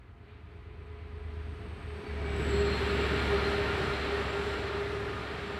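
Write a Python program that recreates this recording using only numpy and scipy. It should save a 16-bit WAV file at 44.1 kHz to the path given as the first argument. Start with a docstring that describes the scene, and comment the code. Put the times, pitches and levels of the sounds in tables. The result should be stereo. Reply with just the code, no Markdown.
"""First comes the faint drone of a light diesel locomotive, its running gear whining and roaring from behind.
It passes under the listener's bridge and draws away along the track, and its pitches sag as it goes by.
The exhaust is a set of sine waves at multiples of the shaft rate; the whine is a drifting sine wave.
The roar is coloured noise with resonances and machine tones; the turbocharger whistles with fuzzy lines.
Light gusts, made of low noise, touch the two microphone ports over faint background noise."""
import sys
import numpy as np
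from scipy.fft import rfft, irfft, next_fast_len
from scipy.io import wavfile
from scipy.ndimage import map_coordinates

SR = 44100
rng = np.random.default_rng(int(sys.argv[2]) if len(sys.argv) > 2 else 0)


def waveform_to_disk(signal):
    """Save audio, clipped to [-1, 1], as 16-bit WAV at the path in sys.argv[1]."""
    frames = np.transpose(np.atleast_2d(signal))
    scaled = np.clip(frames, -1, 1) * 32767
    samples = np.round(scaled).astype(np.int16)
    wavfile.write(sys.argv[1], SR, samples)


N = 246519  # length in samples

# strongest exhaust order, dipping under the bridge: t/s, level/dB
MAIN_ORDER_LEVEL = [(0, -58), (1.15, -43.5), (1.4, -39), (1.55, -41), (1.6, -52), (1.71, -39), (1.8, -53),
                    (1.9, -47), (1.97, -47), (2.03, -63), (2.11, -37.5), (2.4, -35), (2.55, -33),
                    (2.8, -35.5), (3.3, -35), (3.6, -39.5), (4.2, -41), (5.59, -48)]
# shared level of the other exhaust orders: t/s, level/dB
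OTHER_ORDERS_LEVEL = [(0, -52.5), (.6, -48), (1.9, -43.5), (2.04, -53), (2.2, -44), (2.6, -40.5),
                      (3.4, -43), (5.2, -45.5), (5.59, -52)]
# other shaft orders: multiple of the shaft rate, added level approaching/dB, added level leaving/dB
ORDERS_HEARD = [(6, -8, -19), (7, -13, -33), (10, -8.5, -14), (11, -11, -7.5), (12, -11.5, -10),
                (13, -10, -11.5), (14, -25, -3)]
# strongest order returning from the bridge: t/s, level/dB, half length/s
BRIDGE_ECHO = (1.93, -44, 0.08)
# how far the leaving colour has taken over: t/s, share (0-1)
PASSED = [(0, 0), (1.9, 0.13), (2.5, 0.99), (5.59, 0.92)]
# running-gear whine, swelling as axles beat: t/s, level of its pure line/dB
WHINE_LEVEL = [(0, -70.5), (.3, -62.5), (.8, -63), (.92, -54), (1.3, -56), (1.45, -51.5), (1.78, -57.5),
               (1.93, -47.5), (2.17, -48), (2.37, -37.5), (2.43, -44), (2.54, -31), (2.69, -30.5),
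               (2.75, -44), (2.97, -32.5), (3.11, -43.5), (3.14, -30.5), (3.22, -45), (3.35, -26.5),
               (3.41, -40), (3.56, -32), (3.78, -44), (3.94, -36), (3.97, -46), (4.2, -33), (4.27, -42),
               (4.45, -33), (4.55, -42), (4.78, -36), (5.2, -43), (5.29, -56.5), (5.5, -40), (5.59, -44)]
# pitch above the leaving pitch: t/s, shift/%
DOPPLER = [(0, 11.5), (1.7, 11), (2.1, 10), (2.25, 8.5), (2.42, 4.5), (2.719, 2.5), (3.15, 1.68), (4, 0.4),
           (5.59, 0)]
# tones of gears and fans: leaving f/Hz, width/Hz, level against the body approaching, passing, leaving/dB
MACHINE_TONES = [(619, 26, -11.5, -14.5, -24), (902, 14, -13.5, -19.5, -19), (1225, 7, -32, -26, -7),
                 (1386, 22, -43, -10, -17), (1820, 40, -15, -15.5, -16), (2303, 22, -24, -15.5, -25),
                 (2740, 30, -25, -20, -29)]
# moments of approaching, passing and leaving: t/s
STAGES = (1.4, 3.24, 6.5)
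# wheel and rail resonances of steady pitch, by stage of the pass: f/Hz, width/Hz, level against the body/dB
RINGS = {"coming": [(428, 6, -12.5), (424, 6.7, -17), (1238, 14, -12), (1656, 11, -20), (2320, 39, -17.5)],
         "clearing the bridge": [(640, 59, -14), (795, 19, -13.5), (1600, 26, -14), (1840, 30, -13),
         (2286, 30, -6), (2770, 30, -16)], "leaving": [(307.5, 8.7, -16.5), (386, 6.6, -10), (432, 9.7, -9),
         (794.5, 14, -16.5), (1250, 13, -14)]}
# rise and fall of the roar, one row each for rumble, body, upper body, hiss and air: turning point t/s,
# level before rounding/dB, rise/(dB/s), fall/(dB/s), rounding/s, bridge screening/dB, clear of it t/s, half length/s
ROAR_LEVELS = [(2.82, -35, 6.5, 3.5, 0.14, 7.5, 2.106, 0.19),
               (3.355, -33.5, 6.5, 3.5, 0.13, 8.5, 2.24, 0.23),
               (3.08, -34.5, 7.5, 3.5, 0.089, 8, 2.32, 0.18),
               (3.28, -55.5, 9.5, 4.5, 0.39, 4.5, 2.15, 0.13), (2.93, -64.5, 11, 4, 0.18, 5, 2.35, .06)]
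# noise colours of the roar, from low to high: f/Hz, relative level/dB per Hz
RUMBLE = [(13, -42), (22, -40), (44, -4), (75, -7.5), (153, -1), (336, -6), (402, -2), (488, -11),
          (600, -28), (780, -37), (1320, -120)]
BODY_COMING = [(260, -23), (450, -10), (640, -5), (1000, -5), (1420, -5.5), (2380, -7), (4460, -19.5),
               (5500, -45), (9000, -90)]
BODY_LEAVING = [(260, -50), (450, -6.5), (600, -4), (850, -8), (1370, -4), (1850, -5), (4230, -14),
                (5500, -30.5), (9000, -89)]
HISS_COMING = [(3500, -36), (4700, -2), (5500, -7), (7000, -14), (9000, -18), (12000, -45)]
HISS_LEAVING = [(3500, -47), (4700, -6.5), (5500, -5), (6900, -13.5), (8500, -12), (12000, -32)]
AIR = [(7000, -11), (9500, -0.5), (12000, -4.5), (14500, -16), (15700, -22)]
# short dips and swells of the upper body: t/s, level change/dB, half length/s
FLICKER = [(0.156, -5, 0.037), (0.32, 5, .07), (4.2, 0.5, 0.27), (4.99, -2, .25)]
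# brief drop of the rumble under the bridge: t/s, level change/dB, half length/s
BASS_GAP = (1.9, -8, 0.032)
# clearing the bridge: t/s, half length/s
EMERGING = (2.23, 0.24)
# left-right likeness in the open: f/Hz, likeness (0-1)
ALIKE = [(60, 0.74), (150, 0.97), (380, 1), (950, 0.97), (2380, 0.99), (4500, 0.92), (6000, 0.99),
         (8000, 1), (15000, .995)]
# left-right likeness while the bridge scatters the sound: f/Hz, likeness (0-1)
ALIKE_HIDDEN = [(450, 0.98), (1200, 0.93), (2500, 0.79), (4200, 0.56), (6000, 0.61), (8000, 0.97),
                (12000, 0.74)]
# puffs of wind: t/s, level/dB, half length/s
GUSTS = [(1.873, -47.5, 0.038), (2.45, -57, 0.12), (3.86, -39, 0.085), (5.562, -47, 0.021)]
# broad blade whistle of the turbocharger: t/s, level/dB
BLADE_LEVEL = [(0, -104), (1.5, -84), (1.9, -75.5), (2.2, -77), (2.36, -62), (2.55, -59), (2.85, -64),
               (3.05, -59.5), (3.45, -69), (3.75, -65), (4.1, -70), (4.35, -64), (4.9, -76), (5.59, -71)]
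# thinner whistle from further back: t/s, level/dB
THIN_WHISTLE_LEVEL = [(0, -100), (1.7, -82), (2.1, -69), (2.4, -74), (2.56, -51), (2.65, -55), (2.71, -47),
                      (2.85, -51), (2.95, -60.5), (3.55, -51), (3.75, -65), (4, -50.5), (4.1, -65),
                      (4.7, -58.5), (5, -75), (5.59, -74)]
# colour of distant air and camera noise: f/Hz, relative level/dB per Hz
FLOOR = [(20, -20), (60, 5), (150, -1), (260, -14), (500, -24), (2000, -15.5), (4000, -37), (6000, -40),
         (15700, -49)]
# difference within the microphone pair: f/Hz, left over right level/dB, left lead/rad
PAIR = [(45.3, -7, .2), (72, -1, 0.14), (100, -0.5, 0.079), (200, 0, 0.026), (400, 0.44, 0.14),
        (1300, 0, -.1), (2400, -1, -0.054), (5000, 1, .05), (8000, -0.5, 0)]
# direction: t/s, share added on the left and taken off on the right
SWING = [(0, -0.037), (1.5, -0.048), (2.5, -0.34), (3.2, -0.12), (4.2, .05), (5.59, -0.096)]
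# how much the capsules hear direction: f/Hz, share (0-1)
AIMED = [(300, 0.027), (1300, 0.35), (4200, 0.98), (6000, 0.04), (7500, 0.13)]

MAIN_ORDER = 9  # the strongest multiple of the shaft rate
EXHAUST_HZ, BLADE_HZ, THIN_HZ = 69.64, 7510, 4104  # leaving pitches
# the bass bends round the bridge and sags as in the open; MACH is speed over the speed of sound
EXHAUST_ABEAM_S, EXHAUST_SPREAD_S, MACH = 2.05, 0.495, .057
WHINE_COMING_HZ, WHINE_LEAVING_HZ, WHINE_DROP_S, WHINE_DROP_HALF_S = 419.9, 404.4, 2.17, .14
TURBO_LEAD_S, GEARS_LEAD_S = .07, .12  # these pass earlier than the thin whistle
BLADE_SAG = .9  # share of the shift heard in the blade whistle
TOP_HZ = 15690  # band limit


def amp(db):
    """Turn dB into a plain gain."""
    return 10 ** (np.asarray(db) / 20)


def unit(x):
    """Scale a sound to rms 1."""
    return x / np.sqrt(np.mean(x ** 2) + 1e-20)


def along(points, hz, order=0):
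    """Read one value column of (f/Hz, value, ..) points on a log axis."""
    f, *values = np.transpose(points)
    return np.interp(np.log(hz + 1), np.log(f + 1), values[order])


def curves(rows):
    """Give one value per sample for each column after the time."""
    s, *cols = np.transpose(rows)
    return [np.interp(np.arange(N) / SR, s, c) for c in cols]


def wobble(rate):
    """Draw a smooth random curve with rate knots a second."""
    knots = rng.standard_normal(int(N * rate / SR) + 4)
    return map_coordinates(knots, [np.arange(N) * rate / SR])


def bump(s, half_s):
    """Draw a bell of height 1 around a moment."""
    return np.exp(-((np.arange(N) / SR - s) / half_s) ** 2)


def before(s, half_s):
    """Fall smoothly from 1 to 0 around a moment."""
    return (1 - np.tanh((np.arange(N) / SR - s) / half_s)) / 2


def passing(s, db, rise_db, fall_db, knee_s, screen_db, clear_s, half_s):
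    """Level in dB: climbs to a rounded peak, falls away, and is held down until the bridge is cleared."""
    u = (np.arange(N) / SR - s) / knee_s
    slopes = rise_db * np.logaddexp(0, -u) + fall_db * np.logaddexp(0, u)
    return db - knee_s * slopes - screen_db * before(clear_s, half_s)


def doppler(lead_s, share=1):
    """Pitch ratio of a part that passes lead_s early: approaching sound is raised."""
    s, percent = np.transpose(DOPPLER)
    return 1 + share * np.interp(np.arange(N) / SR + lead_s, s, percent) / 100


def filtered(x, response):
    """Apply a response over frequency to x."""
    m = next_fast_len(N + 8192)
    spectrum = rfft(x, m) * response(np.fft.rfftfreq(m, 1 / SR))
    return irfft(spectrum, m)[..., :N]


def rush(gain, alike=ALIKE):
    """Stereo noise with the given gain over frequency and left-right likeness."""
    def mid_side_gain(hz):
        turn = np.arccos(np.clip(along(alike, hz), -1, 1)) / 2
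        return gain(hz) * [np.cos(turn), np.sin(turn)]

    mid, side = filtered(rng.standard_normal((2, N)), mid_side_gain)
    return np.array([mid + side, mid - side])


def coloured(spectrum, alike=ALIKE):
    """Stereo noise of rms 1 with a (f/Hz, level/dB) spectrum."""
    return unit(rush(lambda hz: amp(along(spectrum, hz)) * (hz > 15), alike))


def phase(hz):
    """Add up a moving pitch into a phase in radians."""
    return 2 * np.pi * np.cumsum(hz) / SR


def narrow(hz, width_hz):
    """A fuzzy line of rms 1: slow noise, width_hz knots a second, riding a moving pitch."""
    return unit(wobble(width_hz) * np.cos(phase(hz)) + wobble(width_hz) * np.sin(phase(hz)))


def background():
    """Distant air and camera noise, less alike left and right in the upper middle."""
    alike = [(100, 0.89), (1000, 0.87), (3500, .3), (6000, 0.77), (8000, 0.83)]  # f/Hz, likeness
    return amp(-63.5) * coloured(FLOOR, alike)


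def exhaust():
    """Uneven firing of the cylinders sounds as steady multiples of the shaft rate."""
    main_db, = curves(MAIN_ORDER_LEVEL)
    others_db, = curves(OTHER_ORDERS_LEVEL)
    passed, = curves(PASSED)
    t = np.arange(N) / SR
    x = (t - EXHAUST_ABEAM_S) / EXHAUST_SPREAD_S
    main_hz = EXHAUST_HZ * (1 + MACH * (1 - x / np.sqrt(1 + x * x)))
    shaft = phase(main_hz / MAIN_ORDER)
    out = amp(main_db + wobble(8.7) / 2) * np.sin(MAIN_ORDER * shaft)
    # the bridge echo keeps the approaching pitch
    echo_s, echo_db, echo_half_s = BRIDGE_ECHO
    out += amp(echo_db) * bump(echo_s, echo_half_s) * np.sin(2 * np.pi * main_hz[0] * t)
    for k, coming_db, leaving_db in ORDERS_HEARD:
        db = others_db + coming_db + passed * (leaving_db - coming_db) + 2 * wobble(4.24)
        drift = rng.uniform(0, 2 * np.pi) + 0.27 * wobble(2.83)
        out += amp(db) * np.sin(k * shaft + drift)
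    return np.sqrt(2) * out  # makes the levels rms


def whine():
    """A nearly pure line whose phase drifts as several axles beat."""
    drop_hz = WHINE_COMING_HZ - WHINE_LEAVING_HZ
    hz = WHINE_LEAVING_HZ + drop_hz * before(WHINE_DROP_S, WHINE_DROP_HALF_S)
    db, = curves(WHINE_LEVEL)
    line = np.sqrt(2) * np.sin(phase(hz) + .5 * wobble(8))
    return amp(db) * (line + 0.29 * narrow(hz, width_hz=25))


def machinery():
    """Fuzzy tones of gears and fans, all bent by the same Doppler shift."""
    ratio = doppler(GEARS_LEAD_S)
    t = np.arange(N) / SR
    out = 0
    for hz, width_hz, *stage_db in MACHINE_TONES:
        db = np.interp(t, STAGES, stage_db) + 0.4 * wobble(2.76)
        out = out + amp(db) * narrow(hz * ratio, width_hz)
    return out


def rings(modes, alike):
    """Noise from wheel roughness heard through narrow resonances, weaker above 4 kHz."""
    def gain(f):
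        # each resonance is scaled so that its dB is its rms before the treble loss
        power = sum(amp(2 * db) * w / np.pi * SR / 4 / ((f - c) ** 2 + w * w / 4) for c, w, db in modes)
        return np.sqrt(power / (1 + (f / 4000) ** 4))

    return rush(gain, alike)


def roar():
    """Engine, fans and wheels: the colour turns over as the machine goes by."""
    rumble_db, body_db, upper_db, hiss_db, air_db = (passing(*row) for row in ROAR_LEVELS)
    flicker_db = sum(db * bump(s, half_s) for s, db, half_s in FLICKER)
    gap_s, gap_db, gap_half_s = BASS_GAP
    passed, = curves(PASSED)

    def turn(coming, leaving):
        return np.sqrt(1 - passed) * coming + np.sqrt(passed) * leaving

    shared_db = 0.067 * wobble(5.02)
    flutter_db = 0.91 * wobble(10)
    coming = coloured(BODY_COMING, ALIKE_HIDDEN) + rings(RINGS["coming"], ALIKE_HIDDEN)
    leaving = coloured(BODY_LEAVING) + rings(RINGS["leaving"], ALIKE)
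    body = turn(coming, leaving) + machinery()
    body += bump(*EMERGING) * rings(RINGS["clearing the bridge"], ALIKE)
    # air and screening take the part above about 1600 Hz first
    upper = filtered(body, lambda hz: 1 / (1 + (1600 / (hz + 1)) ** 4))
    body = amp(body_db) * (body - upper) + amp(upper_db + flicker_db) * upper
    hiss = turn(coloured(HISS_COMING, ALIKE_HIDDEN), coloured(HISS_LEAVING))
    rumble_db = rumble_db + gap_db * bump(gap_s, gap_half_s) + wobble(4.9)
    out = amp(rumble_db) * coloured(RUMBLE) + amp(shared_db) * body
    out += amp(hiss_db + shared_db + flutter_db) * hiss
    return out + amp(air_db + flutter_db) * coloured(AIR)


def gusts():
    """Short puffs of wind: low noise, different at each port."""
    swell = sum(amp(db) * bump(s, half_s) for s, db, half_s in GUSTS)
    colour = [(20, -20), (60, -8), (160, 0), (320, -16), (1000, -90)]  # f/Hz, level/dB
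    return swell * coloured(colour, alike=[(50, 0.43)])


def turbo():
    """A broad blade whistle with its octave, and a thin, slightly unsteady one below it."""
    hz = BLADE_HZ * doppler(TURBO_LEAD_S, BLADE_SAG)
    thin_hz = THIN_HZ * doppler(0)
    blade_db, = curves(BLADE_LEVEL)
    thin_db, = curves(THIN_WHISTLE_LEVEL)
    blade = narrow(hz, width_hz=450) + 0.56 * narrow(hz + 40 * wobble(5.4), width_hz=160)
    blade += amp(-22) * narrow(2 * hz, width_hz=900)  # octave
    thin = np.sin(phase(thin_hz + 9 * wobble(20))) + 0.65 * narrow(thin_hz, width_hz=60)
    return amp(blade_db + wobble(10.2)) * blade + amp(thin_db + 1.5 * wobble(13)) * thin


def scene():
    """Add up the locomotive, the wind and the background."""
    return background() + exhaust() + whine() + roar() + gusts() + turbo()


def record(dry):
    """Direction tips the upper middle left or right; the capsules differ a little; the band limit cuts the top."""
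    swing, = curves(SWING)
    aimed = swing * filtered(dry.mean(axis=0), lambda hz: along(AIMED, hz))

    def capsules(hz):
        # each side takes half of the difference
        half = amp(along(PAIR, hz) / 2) * np.exp(.5j * along(PAIR, hz, order=1))
        return np.array([half, 1 / half]) * (hz < TOP_HZ)

    return filtered(dry + np.array([aimed, -aimed]), capsules)


dry = scene()
out = record(dry)
waveform_to_disk(out)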